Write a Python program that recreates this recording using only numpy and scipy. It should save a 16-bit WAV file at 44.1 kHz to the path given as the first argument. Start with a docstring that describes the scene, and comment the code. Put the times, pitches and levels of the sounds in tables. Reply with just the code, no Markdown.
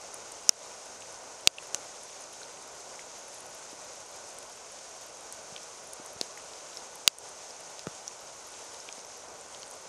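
"""A steady hiss of garden rain, heard from a camera standing low at the edge of a shallow puddle.
Countless far drops merge into that hiss, while near drops tick on the water, the grass and the leaves.
A few strike the camera itself: they ring its case, overload the microphone and make the gain duck.
Underneath lies the dull wash of the wet neighbourhood."""
import sys
import numpy as np
from scipy import signal
from scipy.fft import rfft, irfft
from scipy.io import wavfile
from scipy.ndimage import uniform_filter1d

SR = 44100
rng = np.random.default_rng(int(sys.argv[2]) if len(sys.argv) > 2 else 0)


def persist_wave(psi):
    """Save psi, clipped to +-1, as 16-bit WAV."""
    counts = np.round(np.clip(psi, -1, 1) * 32767).astype(np.int16)
    wavfile.write(sys.argv[1], SR, np.atleast_2d(counts).T)


N = 435708
TIME = np.arange(N) / SR
AGE = np.arange(SR // 20) / SR  # seconds since an impact
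TOP_HZ = 12800

# tone colour of the far drops: frequency_hz, relative_level_db
HISS_COLOUR = [(1000, -25.5), (1700, -9), (2400, -8), (3400, -8.5), (4400, -7), (5400, -2.5), (6400, 2),
               (7300, -3), (8500, -7), (9500, -11), (10500, -18.5), (11500, -20.5), (12200, -31),
               (13000, -46)]
# fader ride on the hiss as the shower swells and slackens: time_s, gain_db
HISS_RIDE = [(0, 0.5), (1.8, 0.5), (2.7, -0.1), (3.2, 0.6), (4.95, -0.8), (5.5, 0.7), (5.8, -0.1),
             (7.7, 0.4), (8.1, -0.6), (8.8, 0.2), (9.3, -1.5), (9.9, 0)]
# the nearest drops on water and leaves: start_s, level_db, pitch_hz, swell_ms
NEAR_DROPS = [(0.1424, -27, 9600, 0.43), (0.3205, -31, 8250, .22), (1.584, -28, 2650, 0.85),
              (2.4163, -36, 1450, .94), (2.4316, -35, 4150, .6), (2.9928, -35, 2140, 0.77),
              (4.386, -29, 8440, .27), (5.325, -26.5, 8780, 0.097), (5.563, -25.5, 2920, 0.31),
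              (5.934, -26.5, 8900, 0.1), (6.0615, -31, 9250, 0.16), (6.375, -36.5, 2080, 0.65),
              (6.535, -33.5, 3730, 0.18), (6.7712, -28.5, 5400, 0.73), (6.9562, -33, 11060, .2),
              (7.1855, -26.5, 8780, 0.29), (7.7934, -26, 3580, 0.16), (8.0787, -25.5, 5850, 0.54),
              (8.745, -32, 5110, 0.13), (8.889, -25.5, 2180, .36), (8.9261, -29.5, 6400, 0.39),
              (8.9925, -33, 4550, .2), (9.5473, -36, 2960, 0.35), (9.631, -30.5, 3610, .21),
              (9.7115, -32, 9480, .27)]
# drops that hit the camera: start_s, tick_db, tick_hz, swell_ms, ring_db, spray_db, thud_db, thud_hz
CAMERA_STRIKES = [ (0.4927, 5.5, 5490, 0.23, -29, -13, -21, 480),
                  (1.4740, 5.5, 3600, 0.22, 0, -19, -18, 650),
                  (1.746, -10.3, 5780, 0.2, -20, -24, -47, 460),
                  (6.2130, -12, 4050, 0.23, -25.5, -31, -21, 477),
                  (7.0774, 13.5, 2950, 0.11, 0.3, -19, -34, 480),
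                  (7.8697, -28, 1240, 0.63, -41, -33, -20.5, 350), ]
# resonances of the camera case: pitch_hz, relative_level_db, t60_s
CASE_MODES = [(1520, -4.5, 0.0026), (2790, -6, 0.0083), (4180, -4.5, 0.0031), (4750, -24.5, 0.032),
              (6540, -3, 0.0042), (7740, -14, 0.015), (8800, -14, 0.0029)]
# soft low knocks of drops close by: start_s, level_db, pitch_hz, swell_s
SOFT_KNOCKS = [(3.729, -41, 300, .0015), (5.523, -42.5, 170, 0.0019), (5.998, -38, 302, 0.0011),
               (6.162, -44, 130, 0.0017), (7.873, -32, 148, 0.0023), (8.981, -34, 400, 0.0005)]
# tone colour of the outdoor wash: frequency_hz, relative_level_db
WASH_COLOUR = [(20, -26), (50, -16.5), (100, -13.5), (200, -13.5), (300, -11), (430, -3.5), (580, 0.5),
               (750, -2), (1000, -4), (1250, -8), (1540, -9.5), (1660, -18.5), (2400, -17), (5000, -43)]


def rain_hiss(level_db=-49, gust_db=0.58, flutter_db=0.71):
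    """Countless far drops blur into a bright bed that wavers slightly with the shower."""
    ride_db = np.interp(TIME, *np.transpose(HISS_RIDE))
    waver_db = gust_db * wander(rate_hz=10) + flutter_db * wander(rate_hz=40)
    return coloured_noise(HISS_COLOUR) * undb(level_db + ride_db + waver_db)


def garden_patter():
    """High to low: finest spatter, ticks on the puddle, fuller drops on grass, taps on leaves, plops."""
    return (scatter(count=450, db=-60.5, spread_db=5, centre_hz=11200, octaves=0.23, swell_cycles=2.9)
            + scatter(count=700, db=-55.5, spread_db=5, centre_hz=8800, octaves=0.45, swell_cycles=2.2)
            + scatter(count=1500, db=-51, spread_db=4, centre_hz=6250, octaves=0.62, swell_cycles=1.5)
            + scatter(count=350, db=-54, spread_db=4, centre_hz=3020, octaves=0.8, swell_cycles=0.76)
            + scatter(count=40, db=-50.5, spread_db=3, centre_hz=1500, octaves=1.83, swell_cycles=1.3))


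def near_drops(spray_db=-7.5):
    """The closest drops stand out one by one: crisp ticks with a puff of spray, and a few soft knocks."""
    out = np.zeros(N)
    for start_s, db, hz, swell_ms in NEAR_DROPS:
        add(out, start_s, tick(db, hz, swell_ms))
        add(out, start_s, spray(db + spray_db, 0.65 * hz, min(1.34 * hz, 10500), decay_s=0.0016))
    for start_s, db, hz, swell_s in SOFT_KNOCKS:
        add(out, start_s, thud(db, hz, swell_s))
    return out


def camera_strikes(thud_swell_cycles=0.19):
    """Each hit layers a sharp tick, a ring of the case, a burst of spray and a thud through the body."""
    out = np.zeros(N)
    case_ring = sum(undb(db - 60 * AGE / t60_s) * np.sin(2 * np.pi * hz * AGE)
                    for hz, db, t60_s in CASE_MODES)
    for start_s, tick_db, tick_hz, swell_ms, ring_db, spray_db, thud_db, thud_hz in CAMERA_STRIKES:
        add(out, start_s, tick(tick_db, tick_hz, swell_ms))
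        add(out, start_s, undb(ring_db) * case_ring)
        add(out, start_s, spray(spray_db, 1220, 7300, decay_s=0.0014))
        add(out, start_s, thud(thud_db, thud_hz, thud_swell_cycles / thud_hz))
    return out


def outdoor_wash(level_db=-50.5, ring_db=-66.5, ring_hz=1465, ring_width_hz=41):
    """The wet neighbourhood: a dull bed with one faint, narrow ring. It starts louder and settles."""
    resonance = signal.iirpeak(ring_hz, ring_hz / ring_width_hz, fs=SR)
    ring = signal.lfilter(*resonance, rng.standard_normal(N))
    bed = undb(level_db) * coloured_noise(WASH_COLOUR) + at_level(ring, ring_db)
    surge_db = 1.5 * np.exp(-TIME / 1.4)
    waver_db = 0.76 * wander(rate_hz=14)
    return bed * undb(surge_db + waver_db)


def scatter(count, db, spread_db, centre_hz, octaves, swell_cycles):
    """Drops land at random: most are far and faint, a few nearer; small ones tick higher and shorter."""
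    out = np.zeros(N)
    for when, distance, smallness, softness in rng.random((count, 4)):
        hz = min(centre_hz * 2 ** (octaves * (smallness - 0.5)), TOP_HZ)
        closeness = -np.log(distance + 0.01)
        swell_ms = 1000 * swell_cycles * (0.5 + softness) / hz
        add(out, when * N / SR, tick(db + spread_db * closeness, hz, swell_ms))
    return out


def tick(db, hz, swell_ms, contact_hz=8970, flatten_s=0.00014):
    """A drop's impact: bright at first touch, it glides to its own pitch as the drop flattens."""
    swell_s = swell_ms / 1000
    age = AGE[:int(10 * swell_s * SR) + 2]
    glide_cycles = (contact_hz - hz) * flatten_s * (1 - np.exp(-age / flatten_s))
    return pulse(db, hz * age + glide_cycles, swell_s)


def spray(db, low_hz, high_hz, decay_s):
    """The burst of tiny droplets that an impact throws off."""
    band = signal.butter(2, [low_hz, high_hz], "band", fs=SR, output="sos")
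    fizz = signal.sosfilt(band, rng.standard_normal(len(AGE)))
    return at_level(fizz, db) * np.exp(-AGE / decay_s)


def thud(db, hz, swell_s):
    """A dull blow, low-cut so that it leaves no lasting push."""
    low_cut = signal.butter(2, 0.53 * hz, "high", fs=SR, output="sos")
    return signal.sosfilt(low_cut, pulse(db, hz * AGE, swell_s))


def pulse(db, phase_cycles, swell_s):
    """A sine blip whose envelope peaks at swell_s and dies straight away."""
    age = AGE[:len(phase_cycles)]
    envelope = age / swell_s * np.exp(1 - age / swell_s)
    return undb(db) * envelope * np.sin(2 * np.pi * phase_cycles)


def coloured_noise(colour):
    """Noise of rms 1, shaped by an EQ curve of (frequency_hz, level_db) points."""
    hz, db = np.transpose(colour)
    bins_hz = np.maximum(np.fft.rfftfreq(N, 1 / SR), 1)
    eq_db = np.interp(np.log(bins_hz), np.log(hz), db)
    spectrum = rfft(rng.standard_normal(N)) * undb(eq_db)
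    return at_level(irfft(spectrum, N), 0)


def wander(rate_hz):
    """A random modulator of rms 1 that glides to a new value rate_hz times a second."""
    hold = int(SR / rate_hz)
    steps = np.repeat(rng.standard_normal(N // hold + 1), hold)[:N]
    return at_level(uniform_filter1d(steps, hold), 0)


def undb(db):
    """Gain of a level in dB."""
    return 10 ** (np.asarray(db) / 20)


def at_level(x, db):
    """The sound brought to an rms level."""
    return x * undb(db) / np.sqrt(np.mean(x ** 2))


def add(out, start_s, sound):
    """Mix a short sound in at its cue."""
    start = int(round(start_s * SR))
    slot = out[start:start + len(sound)]
    slot += sound[:len(slot)]


def scene():
    """The mono mix: hiss, patter, close drops and strikes over the wash."""
    return (rain_hiss() + garden_patter() + near_drops() + camera_strikes() + outdoor_wash())[None]


def duck(x, threshold_db=-25, attack_s=0.0034, release_db_per_s=80, deepest_db=6):
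    """The camera's gain drops just after an overload and creeps back."""
    pole = np.exp(-1 / (attack_s * SR))
    smoother = [1 - pole], [1, -pole]
    envelope = signal.lfilter(*smoother, np.abs(x))
    over_db = np.maximum(20 * np.log10(envelope + 1e-9) - threshold_db, 0)
    release_db = release_db_per_s * TIME
    held_db = np.maximum.accumulate(over_db + release_db, axis=-1) - release_db
    cut_db = signal.lfilter(*smoother, np.minimum(held_db, deepest_db))
    return x * undb(-cut_db)


def record(dry, notch_hz=7680, notch_mix=0.46):
    """The microphone port carves a narrow notch; the gain ducks, peaks clip and the top is cut."""
    notched = signal.lfilter(*signal.iirnotch(notch_hz, Q=35, fs=SR), dry)
    port = dry + notch_mix * (notched - dry)
    clipped = np.clip(duck(port), -1, 1)
    high_cut = signal.ellip(8, 0.2, 70, TOP_HZ, fs=SR, output="sos")
    return signal.sosfilt(high_cut, clipped)


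dry = scene()
out = record(dry)
persist_wave(out)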